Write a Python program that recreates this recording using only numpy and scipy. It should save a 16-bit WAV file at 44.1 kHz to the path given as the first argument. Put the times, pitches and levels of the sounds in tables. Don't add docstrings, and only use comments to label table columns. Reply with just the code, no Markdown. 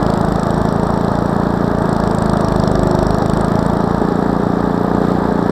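import sys
import numpy as np
from scipy import signal
from scipy.fft import rfft, irfft, next_fast_len
from scipy.io import wavfile
from scipy.ndimage import uniform_filter1d

SR = 44100
rng = np.random.default_rng(int(sys.argv[2]) if len(sys.argv) > 2 else 0)


def elevation(decibels):
    levels = np.asarray(decibels, float)
    return 10 ** (levels / 20)


def generate_wav(sig):
    pcm = np.round(np.clip(np.atleast_2d(sig).T, -1, 1) * 32767).astype(np.int16)
    wavfile.write(sys.argv[1], SR, pcm)


N = 242991
TURNED_S = 4.03
PULSE = 1600

# (frequency [Hz], level per Hz [dB])
CASE = [(1900, 10), (2120, -1.5), (2740, -9), (3660, 2.5), (5500, -7), (6600, -17), (7200, -10),
        (8600, -11.5), (9000, -24.5), (9800, -16.5), (10600, -20), (12000, -15.5), (12330, -12),
        (13200, -14)]


def evened(x):
    return x / np.sqrt(np.mean(x ** 2) + 1e-20)


def coloured(x, points, centre_hz=1000, octaves=99, fall_db=144.0):
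    size = next_fast_len(N)
    hz = np.fft.rfftfreq(size, 1 / SR) + 1
    f, db = np.transpose(points)
    beyond = np.maximum(np.log2(hz / f[-1]), 0) + np.maximum(np.log2(f[0] / hz), 0)
    off_centre = np.log2(hz / centre_hz) / octaves
    shape = elevation(np.interp(np.log(hz), np.log(f), db) - fall_db * beyond - 7.3 * off_centre ** 2)
    return irfft(rfft(x, size) * shape / np.sqrt(np.mean(shape ** 2)), size)[:N]


def lumps(ms, depth_db):
    size = int(ms * SR / 1000)
    slow = uniform_filter1d(uniform_filter1d(rng.standard_normal(N), size), size)
    return elevation(depth_db * evened(slow))


def swell(rise_ms):
    u = np.arange(PULSE) / SR / (rise_ms / 1000)
    return u * np.exp(1 - u)


def ring(hz, rise_ms):
    return swell(rise_ms) * np.sin(2 * np.pi * hz * np.arange(PULSE) / SR)


def strokes(turns, share, scatter_db, chance):
    at = np.flatnonzero(np.diff(np.floor(turns - share)))
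    train = np.zeros(N)
    train[at] = elevation(scatter_db * chance[:len(at)])
    return train


def puffs(turns, rows, level_db):
    out = np.zeros(N)
    alike = 0.2
    for share, ms, db, hz, octaves, scatter in rows:
        train = strokes(turns, share, scatter, rng.uniform(-1.7, 1.7, 200)) * elevation(db + level_db)
        gate = signal.oaconvolve(train, swell(ms) ** 2)[:N]
        knock = signal.oaconvolve(train, swell(ms) ** 2 * rng.choice([-1., 1.], PULSE))[:N]
        burst = np.sqrt(1 - alike) * gate * rng.standard_normal(N) + np.sqrt(alike) * knock
        out += coloured(burst, CASE, hz, octaves)
    return out


def orders(turns, rows, load):
    return sum(np.sqrt(2) * elevation(db + more_db * load) * np.cos(2 * np.pi * (k * turns + phase))
               for k, db, more_db, phase in rows)


def level(rule, load, clump_db):
    idle_db, rise_db, ease_db, share = rule
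    return idle_db + rise_db * load - ease_db * load ** 2 + share * clump_db


def engine_speed():
    # (time [s], speed [firings/s])
    speeds = [(0.0, 27.31), (0.49, 27.123), (0.88, 28.03), (1.09, 28.179), (1.58, 28.758), (2.05, 27.257),
              (2.29, 26.901), (2.74, 25.531), (2.99, 25.439), (3.21, 26.228), (3.47, 27.424),
              (3.74, 28.152), (4.27, 28.838), (4.8, 29.174), (5.11, 29.596), (5.52, 28.618)]
    s, per_s = np.transpose(speeds)
    return np.interp(np.arange(N) / SR, s, per_s)


def clumps():
    # (time [s], length [s], lift [dB])
    hits = [(0.03, 0.22, 5.5), (0.377, 0.22, 0.5), (1.601, 0.22, 1), (1.897, 0.089, 1.5), (2.2, 0.19, 3),
            (2.799, 0.38, 2.5), (3.512, 0.17, 3.0), (4.206, 0.18, 0.5), (5.065, .13, 8.5)]
    t = np.arange(N) / SR
    return sum(db * np.exp(-((t - s) / length) ** 2) for s, length, db in hits)


def blows(turns, load, clump_db):
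    # (share of cycle [0-1], frequency [Hz],
    # rise [ms], size when light [gain], size when heavy [gain], change once turned [gain])
    swings = [(-0.143, 319.0, 1.73, 0.12, -0.08, -0.06), (-0.108, 192.0, 2.18, 0.59, 0.52, 0.07),
              (-0.092, 497.0, 0.76, -0.21, -0.2, -0.04), (-0.077, 421.0, 0.44, -0.07, 0.28, -0.16),
              (-0.041, 682.0, 2.23, -0.01, -0.12, -0.02), (-0.007, 179.0, 1.32, -0.0, -0.3, 0.25),
              (0.187, 284.0, 4.08, -0.16, -0.03, -0.03), (0.203, 322.0, 2.0, 0.16, 0.16, -0.03),
              (0.309, 701.0, 1.02, 0.03, 0.06, -0.04), (0.381, 256.0, 1.8, 0.11, 0.05, 0.06),
              (0.512, 636.0, 4.57, -0.08, -0.04, 0.06), (0.53, 342.0, 4.13, 0.03, -0.38, 0.07),
              (0.584, 291.0, 3.8, 0.01, 0.25, -0.08), (0.589, 357.0, 1.14, 0.15, -0.08, 0.2),
              (0.736, 410.0, 4.04, -0.01, -0.13, 0.08)]
    # (level at no load [dB], rise per load [dB], easing at full load [dB], share of clump lift [ratio])
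    blast_rule = (-0.46, 1.34, 0.95, 0.25)
    gain, heavy = elevation(level(blast_rule, load, clump_db)), load ** 2
    charge = rng.uniform(-1.7, 1.7, 200)
    turned = np.arange(N) > TURNED_S * SR
    wobble = turns + .0015 * evened(uniform_filter1d(rng.standard_normal(N), 2000))
    out = np.zeros(N)
    for share, hz, ms, light, full, change in swings:
        size = light * (1 - heavy) + full * heavy + change * turned
        train = strokes(wobble, share, 0.12, charge) * gain * size
        out += signal.oaconvolve(train, ring(hz, ms))[:N]
    return out


def stumble():
    # (time [s], frequency [Hz], rise [ms], level [dB], direction [sign])
    jolts = [(4.0134, 192, 2.2, -6.0, -1), (4.0162, 300, 1.1, -4.0, 1), (4.0225, 280, 1.2, -7.0, -1)]
    out = np.zeros(N)
    for s, hz, ms, db, way in jolts:
        out[round(s * SR):][:PULSE] += way * elevation(db) * ring(hz, ms)
    return out


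def blowdown(turns, load, clump_db):
    # (share of cycle [0-1], rise [ms], level [dB], centre [Hz], width [octaves], scatter [dB])
    low_puffs = [(-.058, 1.6, 1.5, 4770, 0.86, 1.8), (-.058, 1.73, -0.5, 5310, 0.24, 2.5),
                 (-.058, 2.04, -6.5, 2670, 0.38, 2.3)]
    high_puffs = [(-.065, 2.3, -1, 8450, 0.1, 2.4), (-.065, 2.3, 0, 8100, 0.33, 2.3),
                  (-.062, 1.8, -9.5, 13100, 0.46, 2.2)]
    # (level at no load [dB], rise per load [dB], easing at full load [dB], share of clump lift [ratio])
    low_rule = (-48.5, 30, 14.5, 0.53)
    high_rule = (-53.5, 36, 21.5, 0.65)
    low = puffs(turns, low_puffs, level(low_rule, load, clump_db))
    return low + puffs(turns, high_puffs, level(high_rule, load, clump_db))


def intake(turns, load, clump_db):
    # (share of cycle [0-1], rise [ms], level [dB], centre [Hz], width [octaves], scatter [dB])
    rush = [(.7, 3.3, 2, 3700, 0.35, 2.1), (.32, 2.2, 4.1, 4700, 0.4, 1.7)]
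    throat = [(.6, 6.5, 1.5, 5600, .05, 1.5), (.05, 5.5, .5, 5600, .05, 1.5),
              (.32, 5.5, -.5, 5600, .05, 1.5)]
    # (level at no load [dB], rise per load [dB], easing at full load [dB], share of clump lift [ratio])
    air_rule = (-61, 24.5, 6.5, -3.5)
    return puffs(turns, rush + throat, level(air_rule, load, clump_db))


def valves(turns):
    # (share of cycle [0-1], rise [ms], level [dB], centre [Hz], width [octaves], scatter [dB])
    ticks = [(0.51, 2.2, -52, 12000, 0.51, 0), (0.41, 1.8, -49, 3940, 0.41, 5),
             (0.29, 2.4, -51, 5000, 0.92, 4.5), (0.53, 1.35, -45, 6400, 0.51, 0.5),
             (.57, 2.2, -60, 4800, .25, 7), (0.15, 1.5, -54, 8000, 0.42, 4)]
    pings = [(0.5, 3.5, -62.5, 12330, .012, 3.5), (0.51, 3.2, -69, 13170, .012, 3.5)]
    return puffs(turns, ticks + pings, 0)


def shaft(turns, load):
    # (order [multiple], rms at no load [dB], more at full load [dB], phase [turns])
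    shakes = [(1, -33.5, -1.0, -.39), (2, -38.0, 8.5, .34)]
    return orders(turns, shakes, load ** 2)


def gears(turns, load):
    # (order [multiple], rms at no load [dB], more at full load [dB], phase [turns])
    straight_notes = [(13, -41, 2, 0.05), (15, -35, -22, .7), (21, -41, 1, .0), (22, -47, 9, 0.2),
                      (23, -42, 6, 0.47), (25, -45, 11, 0.3), (26, -50, 13, .4), (28, -54, 13, .3)]
    turned_notes = [(21, -39, 1, .9), (24, -41, 1, .1)]
    turned = np.clip((np.arange(N) / SR - TURNED_S) / .05, 0, 1)
    before = (1 - turned) * orders(turns, straight_notes, load ** 2)
    after = turned * orders(turns, turned_notes, load ** 2)
    return lumps(250.0, 1.5) * (before + after)


def belt(turns, load):
    slip_per_s, grip_per_s, lead = 2.16, 1.081, .331
    slip = np.cumsum(slip_per_s * load - grip_per_s * load ** 2) / SR + lead * load
    return .232 + 1.898 * turns - slip


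def impeller(blades, load):
    # (order [multiple], rms at no load [dB], more per load [dB], phase [turns])
    blade_tones = [(1, -41.5, 12.3, -0.56), (2, -34.5, 2.3, -0.018), (3, -39.5, 2.2, -0.41),
                   (4, -65, 4.0, -0.71)]
    return orders(blades, blade_tones, load)


def housing(turns, blades, load, clump_db):
    # (frequency [Hz], level per Hz [dB])
    panels = [(45, -10), (90, -4), (160, -1), (320, -3), (400, 3), (520, -2.5), (670, -1.5), (770, -0.5),
              (890, 0), (1030, -5.5), (1230, -3.5), (1450, -12), (1750, -12.5), (2150, -46.5)]
    # (level at no load [dB], rise per load [dB], easing at full load [dB], share of clump lift [ratio])
    rattle_rule = (-22.5, 2.5, 2, 0.09)
    firing = 1 + 0.1 * np.cos(2 * np.pi * (turns + .05))
    thrown = 1 + 0.1 * np.cos(2 * np.pi * blades)
    shake = firing * thrown * lumps(3.3, 1.2)
    rattle = evened(coloured(shake * rng.standard_normal(N), panels, fall_db=37.0))
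    return elevation(level(rattle_rule, load, clump_db) + 2.0) * rattle


def snow(load, clump_db):
    # (level at no load [dB], rise per load [dB], easing at full load [dB], share of clump lift [ratio])
    flow_rule = (-45, 0.5, 1.1, 0.38)
    grains = lumps(1.7, 2.0) * rng.standard_normal(N)
    return elevation(level(flow_rule, load, clump_db) + 0.5) * coloured(grains, CASE, 2600, 2.13)


def snaps():
    # (time [s], level [dB])
    clicks = [(0.1027, -62), (1.3987, -64), (1.9646, -67), (2.676, -55), (2.7935, -56)]
    out = np.zeros(N)
    for s, db in clicks:
        out[round(s * SR)] = elevation(db + 12)
    return signal.lfilter([1, -2, 1], [1], out)


def scene():
    speed = engine_speed()
    turns = .2 + np.cumsum(speed) / SR
    load = (29.5 - speed) / 4
    blades = belt(turns, load)
    clump_db = clumps()
    mix = blows(turns, load, clump_db) + stumble()
    mix += blowdown(turns, load, clump_db) + intake(turns, load, clump_db) + valves(turns)
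    mix += shaft(turns, load) + gears(turns, load) + impeller(blades, load)
    mix += housing(turns, blades, load, clump_db) + snow(load, clump_db) + snaps()
    return mix[None]


def band_limit(x):
    return signal.sosfilt(signal.butter(12, 15850, fs=SR, output="sos"), x)


def record(dry):
    faint_hz, faint_db = 14300, -105
    sensed = np.clip(dry - uniform_filter1d(dry, SR // 4), -1, 1)
    padded = np.pad(sensed, ((0, 0), (0, 2048)), "reflect")
    hz, _, z = signal.stft(padded, SR, nperseg=1024, boundary="even")
    near = np.sqrt(uniform_filter1d(abs(z) ** 2, size=9, axis=1))
    kept = np.where(hz[:, None] > faint_hz, np.clip(near / elevation(faint_db) - 1, 0, 1), 1)
    heard = signal.istft(z * kept, SR, nperseg=1024)[1][:, :N]
    fade = np.minimum(np.arange(N)[::-1] / 120, 1)
    return band_limit(heard * fade)


dry = scene()
out = record(dry)
generate_wav(out)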